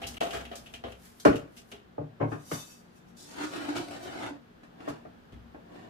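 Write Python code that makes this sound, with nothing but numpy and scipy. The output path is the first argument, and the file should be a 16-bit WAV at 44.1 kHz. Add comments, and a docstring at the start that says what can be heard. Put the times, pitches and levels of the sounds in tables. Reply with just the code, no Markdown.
"""Scooping the litter box in a cat tree

A small tiled room, heard from nearby on a stereo pair. A scoop knocks the hollow plastic box,
sifts a trickle of litter that rings its ribs, then ploughs through the crunching grains.
Meanwhile a cat climbs the rope post, claws snapping the fibres, and thumps on to the shelf.
Quiet household air noise lies underneath."""
import sys
import numpy as np
from scipy import signal
from scipy.fft import rfft, irfft, next_fast_len
from scipy.io import wavfile
from scipy.ndimage import uniform_filter1d

SR = 44100
rng = np.random.default_rng(int(sys.argv[2]) if len(sys.argv) > 2 else 0)


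def master_out(mix):
    """Clip the mix to full scale and print it as 16-bit PCM to the path in sys.argv[1]."""
    frames = np.transpose(np.atleast_2d(mix))
    ceiling = np.clip(frames, -1, 1)
    pcm = np.round(ceiling * 32767).astype(np.int16)
    wavfile.write(sys.argv[1], SR, pcm)


N = 259749
TIME = np.arange(N) / SR

# claws catching in the rope: start_s, rise_s, level_db, snap_db (fibres, over that level)
CLAWS = [(.026, 0.01, -42, -30), (0.065, 0.0038, -58, 15.5), (.141, .002, -54, -18),
         (.166, 0.0027, -45.5, -14), (.206, 0.00042, -39, -8.5), (.306, 0.0014, -43, -7.5),
         (0.451, 0.0013, -49, -11), (.553, 0.0024, -54, 6), (0.657, .006, -53, -10),
         (0.737, 0.0012, -44, -9.5), (0.919, .001, -52.5, -8.5), (1.197, 0.0034, -56.5, 6.5),
         (1.326, 0.0022, -52, -21), (1.354, 0.003, -45, -7.5), (1.561, 0.012, -54.5, -0.5),
         (1.7155, 0.00074, -48.5, -5.5)]


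def box_knocks():
    """Scoop and arm strike the plastic box, and its panels rattle and ring."""
    # start_s, rise_s, level_db, thump_db (over that level), softness_db, pitch_hz of the spot struck
    knocks = [(1.2495, 0.0013, -20.5, -7, 5.5, 437), (1.255, 0.0017, -15, -8.5, 12.5, 338),
              (1.328, 0.0091, -36.5, -2, 30, 440), (1.978, 0.0029, -36, 0.5, 22, 740),
              (2.012, 0.0021, -39.5, 0.5, 30, 480), (2.196, 0.017, -28, 1, 14, 1040),
              (2.312, 0.0087, -35, -2.5, 9, 1010), (2.513, 0.0018, -32, -2, 5.5, 690),
              (3.684, 0.0027, -40.5, -26, 4, 1400), (3.760, 0.0053, -44, -1, -1, 330),
              (4.632, 0.0005, -55.5, -19, 3, 1740), (4.804, 0.00054, -51.5, -15, 3.5, 2900),
              (4.874, 0.0017, -38, -11, 9, 645), (4.883, 0.0011, -40, -2, 4.5, 1150),
              (4.958, 0.0013, -60, -1, 2.5, 2900), (5.05, 0.0015, -47.5, -5, 11.5, 684),
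              (5.544, 0.00055, -45.5, -12, 13.5, 630)]
    # modes of the box: pitch_hz, level_db, t60_s
    box_modes = [(113.8, -1.5, 0.34), (149.6, -6.5, 0.31), (166.5, -9, 0.096), (284.9, -1, 0.171),
                 (394, -11.5, 0.33), (432, -2.5, 0.13), (455, -9.5, 0.32), (580, -12.5, 0.25),
                 (837, -11, 0.18), (1062, -14, 0.21), (1150, -11.5, 0.1), (1214, -12, 0.078),
                 (1577, -18, 0.17), (1730, -19.5, 0.19), (2310, -22, 0.17)]
    # spectrum of its rattle: frequency_hz, level_db
    box_colour = [(21, -54), (35, -23), (107, -14.5), (225, -11), (290, 2), (347, -3), (437, -8),
                  (522, -8.5), (593, -4.5), (915, -19), (1450, -15), (2700, -27), (3810, -43.5),
                  (11100, -59), (15500, -70)]
    return blows(contacts(knocks, t60=0.2), box_modes, box_colour, edges_hz=[30, 200, 1000, 4000, 16000],
                 ring_db=-1, grit=0.052, bass_lag_s=0.011, tail_db=-16, tail_t60=0.52,
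                 bass_tilt=4.7, ragged=0.66, spot_db=-1, spot_q=3.2, crack_db=0.5)


def ploughing():
    """The scoop shoves through the litter in small slips: grains crunch, clumps crack, the box drums."""
    # the long stroke: time_s, effort_db
    stroke = [(3.18, -82.5), (3.368, -51.5), (3.434, -40.5), (3.498, -55.5), (3.564, -44), (3.64, -49),
              (3.696, -47.5), (3.746, -51), (3.766, -44), (3.866, -56.5), (3.948, -49), (4.002, -55),
              (4.064, -49), (4.196, -48.5), (4.23, -44.5), (4.288, -48.5), (4.32, -59.5), (4.37, -62)]
    # light shoves: peak_s, effort_db, length_s
    shoves = [(4.885, -49.5, 0.11), (5.762, -58, 0.11), (5.835, -60, 0.12)]
    # clumps breaking against the scoop: peak_s, effort_db
    crunches = [(3.385, -47), (3.41, -44), (3.441, -45), (3.537, -46), (3.6, -51), (3.646, -50),
                (3.687, -51), (3.757, -41), (3.784, -42.5), (3.911, -50.5), (3.985, -53), (4.08, -52),
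                (4.23, -41.5), (4.264, -42)]
    # spectrum of the litter: frequency_hz, level_db
    litter_colour = [(40, -33), (105, -7.5), (200, -14.5), (330, -4), (450, -14), (750, -10), (1050, -18.5),
                     (1600, -21.5), (2200, -23), (3000, -23.5), (6000, -32.5), (9000, -35.5), (15500, -48)]
    # resonances of the filled box: pitch_hz, width_hz, level_db
    hollow = [(290, 7.8, 9.5), (343, 8.1, -1), (770, 38, -13), (1256, 170, -17.5)]
    usual_effort_db, sink_db = -45, 6.5
    crunch = grains(N, rate=1400, spread_db=2.5) * undb(1.5 * walk(55))
    clumps = undb(-10.5) * grains(N, rate=55, spread_db=1.3)
    travel = np.interp(TIME, (stroke[0][0], stroke[-1][0]), (0, 1))
    litter = travelling(crunch + clumps, travel, t60=0.033, share=0.78, from_hz=1130, count=15)
    litter = colour(litter, litter_colour)
    push = curve(stroke) + sum(swell(s, db, length, length) for s, db, length in shoves)
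    breaking = sum(swell(s, db, rise_s=0.0044, fall_s=0.02) for s, db in crunches)
    effort = np.hypot(push, breaking) / undb(usual_effort_db)
    depth = undb(sink_db * (travel - .5))  # the deeper the scoop, the more body and the less hiss
    body = undb(-47.5) * effort ** 0.62 * depth
    skim = undb(-62.5) * held(3.168, 4.30, edge_s=0.0052)  # loose top grains slide over the scoop
    hiss = np.hypot(undb(-58.5) * effort, skim) / depth
    # the scoop bears on the box floor, then rides up on the litter
    bearing = np.maximum(held(3, 3.83, edge_s=0.028), undb(-5.5))
    drum = undb(-42.5) * effort ** 0.95 * bearing
    below_1k, below_4k = (signal.sosfiltfilt(signal.butter(3, hz, fs=SR, output="sos"), litter)
                          for hz in (1000, 4000))
    out = floor_bumps() + drum * unit(resonate(crunch, hollow))
    layers = [(below_1k, body), (below_4k - below_1k, undb(-50) * effort), (litter - below_4k, hiss)]
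    for part, gain in layers:
        surge = undb(-0.2 * walk(23.87))  # fine and coarse grains give way at different moments
        out += gain * surge * part / part.mean(0).std()
    return out


def floor_bumps():
    """The scoop bumps low hollow notes from the box floor, quickly damped by the litter on it."""
    # start_s, pitch_hz, level_db
    bumps = [(3.435, 300, -30), (3.554, 324, -33.5), (3.682, 296.4, -26.5), (3.69, 341, -32.5),
             (3.757, 350, -31), (3.796, 328, -31), (4.305, 286, -36.5)]
    rise_s = 0.0057
    out = np.zeros(N)
    for start, hz, db in bumps:
        t = np.maximum(TIME - start, 0)
        note = np.sqrt(2) * np.sin(2 * np.pi * (hz * t + rng.random()))
        out += undb(db) * note * onset(t, rise_s) * fade(t, t60=0.18)
    return out


def sifting():
    """Fine grains spurt through the slots; now one rib of the scoop rings, now another."""
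    # tips and dips that let litter run through: peak_s, flow_db, length_s
    pours = [(2.31, -66, 0.13), (2.54, -44, 0.18), (2.726, -67, 0.095), (2.961, -68, 0.082),
             (3.08, -68.5, 0.055), (3.17, -62, 0.018), (3.263, -63, 0.11), (4.033, -49, 0.031),
             (4.888, -52, 0.022)]
    # modes of the scoop: pitch_hz, width_hz, level_db
    scoop_modes = [(2614, 21, 3), (3020, 30, -7.5), (3590, 25, 1), (3830, 17, 1), (4530, 18, 1),
                   (4720, 26, -2), (5690, 38, -3), (5960, 36, -3), (6900, 30, -9)]
    # spectrum of the trickle: frequency_hz, level_db
    sift_colour = [(900, -6), (2000, -13.5), (3800, -11.5), (6000, -2.5), (9000, -5.5), (12000, -6),
                   (15500, -16)]
    lift_s = (2.43, 2.87)
    flow = sum(swell(s, db, 0.61 * length, length) for s, db, length in pours)
    spurts = undb(2.1 * walk(45.74))
    stream = grains(N, rate=5000, spread_db=2.5) * flow * spurts
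    tilt = np.interp(TIME, lift_s, (0, 1))  # the scoop tilts as it lifts, changing its reflections
    hiss = colour(travelling(stream, tilt, t60=0.09, share=0.75, from_hz=2600, count=5), sift_colour)
    ribs = sum(resonate(stream * undb(6.5 * walk(18)), [mode]) for mode in scoop_modes)
    return undb(5.5) * (hiss + undb(6) * ribs)


def cat_climbing():
    """Paws thump on the shelf; claws snap the rope fibres, and little of that reaches the shelf."""
    # start_s, rise_s, level_db, thump_db (over that level), softness_db, pitch_hz of the spot struck
    paws = [(.014, 0.0035, -42.5, -6.5, 5.5, 794), (0.075, 0.011, -63, 13.5, 18, 229),
            (.207, 0.0044, -32.5, -33, 7, 680), (.230, 0.001, -41, -12, 3, 710),
            (.322, 0.012, -40.5, -8, 3.5, 1500), (.345, 0.0025, -40, -6.5, 6, 418),
            (.402, 0.0024, -50, -8, 6.5, 810), (.513, 0.0017, -43, -13, 8.5, 600),
            (.836, 0.0031, -39.5, -5, 10.5, 514), (1.718, 0.0051, -49.5, -24, 7, 394),
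            (5.315, 0.0089, -57.5, 11, 6, 325)]
    # modes of the shelf: pitch_hz, level_db, t60_s
    shelf_modes = [(62.5, -3, 0.79), (113, -8, 0.61), (242.6, 1.5, 0.18), (404, -3.5, 0.39),
                   (448, -5, 0.14), (505, -4, 0.22), (680, 3, 0.32), (788, -1, 0.29), (1400, -23, 0.17),
                   (2974, -15.5, 0.074), (3230, -16, 0.17)]
    # spectrum of its rattle: frequency_hz, level_db
    shelf_colour = [(35, -40), (90, 15.5), (160, -5), (250, 6.5), (450, 4), (740, 2.5), (950, -5),
                    (1300, -2), (2100, -17.5), (3200, -15.5), (4000, -20.5), (6500, -20.5), (15500, -32.5)]
    rasp_hz, claw_t60, tear_s_per_db = 2770, 0.19, 0.0042
    hits = contacts(paws, t60=0.34)
    for start, rise, db, snap in CLAWS:
        t60 = claw_t60 + tear_s_per_db * max(snap, 0)  # a bright snap tears on for longer
        hits.append((start, rise, t60, rasp_hz, db - 13, db - 9, db, db + snap))
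    return blows(hits, shelf_modes, shelf_colour, edges_hz=[30, 200, 2000, 3900, 16000],
                 ring_db=-5, grit=0.23, bass_lag_s=0.0047, tail_db=-18.5, tail_t60=0.31,
                 bass_tilt=0.073, ragged=0.21, spot_db=6, spot_q=5.9, crack_db=1)


def rope_brushing():
    """Fur swishes along the rope, and each claw drags through the fibres until they let go."""
    # spectrum of the rubbing: frequency_hz, level_db
    fur_colour = [(1500, 0), (4000, -0.5), (8000, -1.5), (11500, 1), (15500, -7)]
    swish = swell(peak_s=1.058, db=-55, rise_s=0.11, fall_s=0.11)
    drag = sum(swell(start + rise, min(db + snap - 1.5, -63), rise_s=0.12, fall_s=0.012)
               for start, rise, db, snap in CLAWS)
    return unit(colour(grains(N, rate=6900, spread_db=3.9), fur_colour)) * (swish + drag)


def contacts(rows, t60):
    """Blunt hits for blows(): the softer the contact, the less clack and, faster still, the less tick."""
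    return [(start, rise, t60, hz, db + thump, db, db - soft, db - 2.75 * soft)
            for start, rise, db, thump, soft, hz in rows]


def blows(hits, modes, spectrum, edges_hz, ring_db, grit, bass_lag_s, tail_db, tail_t60,
          bass_tilt, ragged, spot_db, spot_q, crack_db):
    """Each blow rattles the panels, rings their modes and a wash of higher ones, and dies in the room."""
    size = SR * 3 // 4
    t = np.arange(size) / SR
    out = np.zeros((2, N + size))
    for start, rise, t60, spot_hz, *levels_db in hits:  # four bands: thump, body, clack, tick
        thump_db, body_db = levels_db[:2]
        ring = 0
        for hz, db, mode_t60 in modes:
            # a soft, heavy push favours the deepest modes
            weight_db = bass_tilt * (body_db - thump_db + 2.5) * np.log2(np.clip(hz / 200, .56, 1))
            # short waves reach the two microphones out of step
            skew = min((hz / 480) ** 2, 1.55) * np.array([[-.5], [.5]])
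            detuned_hz = hz * (1 + 0.0067 * rng.standard_normal())
            phase = 2 * np.pi * (detuned_hz * t + rng.random())
            ring += undb(db + weight_db) * np.sin(phase + skew) * fade(t, mode_t60)
        rattle = np.sqrt(1 - grit) * noise(size) + np.sqrt(grit) * grains(size, rate=1200, spread_db=9.3)
        wash = unit(colour(cavity(rattle, t60=0.056, share=ragged, from_hz=1100), spectrum))
        decay = fade(t, t60) + undb(tail_db) * fade(t, tail_t60) + undb(crack_db) * fade(t, 0.022)
        sound = undb(ring_db) * ring + wash * decay
        # the spot struck brings out the modes near its own pitch
        sound += resonate(sound, [(spot_hz, spot_hz / spot_q, spot_db)])
        first = int(start * SR)
        for k, db in enumerate(levels_db):
            attack = onset(t, rise + bass_lag_s * (k == 0))  # the heavy low modes build up later
            part = band(sound * attack, edges_hz[k], edges_hz[k + 1])
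            peak = np.sqrt(uniform_filter1d(part.mean(0) ** 2, size=700).max())
            out[:, first:first + size] += part * undb(db) / peak
    return out[:, :N]


def cavity(x, t60, share, from_hz):
    """Quick reflections between nearby panels give the upper range a steady, ragged colour."""
    t = np.arange(SR // 25) / SR
    echoes = band(rng.standard_normal(len(t)) * fade(t, t60), from_hz, 14000)
    response = np.sqrt(share) * echoes / np.sqrt(np.sum(echoes ** 2))
    response[0] += np.sqrt(1 - share)
    # the reflections make fine ridges but favour no broad band
    ridges = rfft(response, 2 * len(t))
    ridges /= np.sqrt(uniform_filter1d(np.abs(ridges) ** 2, size=50))
    return signal.fftconvolve(x, irfft(ridges)[None, :len(t)], axes=1)[:, :x.shape[1]]


def travelling(x, travel, t60, share, from_hz, count):
    """Reflections change as the scoop travels (0-1) past count places in or above the box."""
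    out = 0
    for place in range(count):
        nearness = np.maximum(1 - np.abs(travel * (count - 1) - place), 0)
        out += cavity(x * np.sqrt(nearness), t60, share, from_hz)
    return out


def tiled_room(x, wet_db, t60):
    """Close tiled walls return a short bright tail."""
    t = np.arange(SR // 2) / SR
    tail = band(rng.standard_normal((2, len(t))), 275, 9400) * fade(t, t60) * (t > .004)
    tail /= np.sqrt(np.sum(tail ** 2, axis=1, keepdims=True))
    return x + undb(wet_db) * signal.fftconvolve(x, tail, axes=1)[:, :N]


def room_tone():
    """Quiet household air noise, booming a little in the room's low modes."""
    # spectrum of the air noise: frequency_hz, level_db
    air_colour = [(15, -56), (25, -12.5), (96, -7.5), (169, -4.5), (260, -10.5), (368, -10.5), (582, -16.5),
                  (684, -16), (804, -17.5), (1020, -21), (1620, -20), (2170, -27), (3260, -28),
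                  (9000, -46.5), (15500, -44.5)]
    # its slow drift: time_s, relative_db
    drift = [(0, -44), (1.1, -53.5), (5.89, -51)]
    air = unit(colour(noise(N), air_colour))
    boom = unit(resonate(noise(N), [(181, 2.9, -3), (233.7, 6.5, -3.5)]))
    return (air + undb(-2.5) * boom) * curve(drift) * undb(-5.5 + 0.11 * walk(13))


def widen(pair):
    """Two unrelated signals to left and right: the bass is shared, the rest arrives from all walls."""
    # stereo width: frequency_hz, side_minus_mid_db
    width = [(60, -3.5), (150, -15), (300, -2), (650, 3), (1400, 3), (3000, -0.5), (15000, 0.5)]
    side = colour(pair[1], width)
    return np.array([pair[0] + side, pair[0] - side])


def noise(size):
    """Diffuse stereo noise."""
    return widen(rng.standard_normal((2, size)))


def grains(size, rate, spread_db):
    """Tiny random clicks in stereo, a few much larger than the rest."""
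    hit = rng.random((2, size)) < rate / SR
    strength = undb(spread_db * np.minimum(rng.exponential(size=(2, size)), 4))
    return widen(unit(hit * strength * rng.choice([-1, 1], (2, size))))


def walk(rate):
    """Smooth random wander, rate steps a second."""
    step = int(SR / rate)
    stairs = np.repeat(rng.standard_normal(N // step + 1), step)
    return 0.85 * uniform_filter1d(uniform_filter1d(stairs, step), step)[:N]


def undb(db):
    """Decibels to gain."""
    return 10 ** (np.asarray(db) / 20)


def unit(x):
    """Scale to rms 1."""
    return x / np.sqrt(np.mean(x ** 2))


def onset(t, rise_s):
    """Smooth rise from 0 to 1."""
    return 1 - np.exp(-(t / max(rise_s, .0005)) ** 2)


def fade(t, t60):
    """Ring-down of 60 dB in t60 seconds."""
    return np.exp(-np.log(1000) * t / t60)


def swell(peak_s, db, rise_s, fall_s):
    """Gain that climbs 20 dB in rise_s to its peak and loses 20 dB every fall_s after it."""
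    return undb(db - 20 * np.maximum((peak_s - TIME) / rise_s, (TIME - peak_s) / fall_s))


def held(start_s, end_s, edge_s):
    """Gain 1 during a span, with sloping edges."""
    return np.clip(.5 + np.minimum(TIME - start_s, end_s - TIME) / edge_s, 0, 1)


def curve(rows):
    """Gain along (time_s, level_db) points, silent outside them."""
    return undb(np.interp(TIME, *np.transpose(rows), left=-np.inf, right=-np.inf))


def colour(x, points):
    """Shape a spectrum by (frequency_hz, level_db) points."""
    hz, db = np.transpose(points)
    size = next_fast_len(x.shape[-1])
    bins_hz = np.maximum(np.arange(size // 2 + 1) * SR / size, 1)
    gain = undb(np.interp(np.log(bins_hz), np.log(hz), db))
    return irfft(rfft(x, size) * gain, size)[..., :x.shape[-1]]


def band(x, lo_hz, hi_hz):
    """Causal band-pass."""
    return signal.sosfilt(signal.butter(3, [lo_hz, hi_hz], "band", fs=SR, output="sos"), x)


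def resonate(x, peaks):
    """Sum of (pitch_hz, width_hz, level_db) resonances."""
    return sum(undb(db) * signal.lfilter(*signal.iirpeak(hz, hz / width, fs=SR), x)
               for hz, width, db in peaks)


def scene():
    """Box, cat and litter in the room; the blows carry their own tails."""
    impacts = box_knocks() + cat_climbing()
    rustle = ploughing() + sifting() + rope_brushing()
    return impacts + tiled_room(rustle, wet_db=-7, t60=0.17) + room_tone()


def record(dry):
    """The bass leans left, an edit cut silences the sound for an instant, and the top is cut."""
    # balance: frequency_hz, left_minus_right_db
    lean = [(120, 2.5), (500, 1.2), (3000, 1), (9000, 0.5)]
    top_hz = 15450
    edit_gap = 1 - .97 * uniform_filter1d(1. * ((TIME > .184) & (TIME < .204)), size=60)
    left = colour(dry[0], [(hz, db / 2) for hz, db in lean])
    right = colour(dry[1], [(hz, -db / 2) for hz, db in lean])
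    top_cut = signal.ellip(10, .2, 80, top_hz, fs=SR, output="sos")
    return signal.sosfilt(top_cut, np.array([left, right]) * edit_gap)


dry = scene()
out = record(dry)
master_out(out)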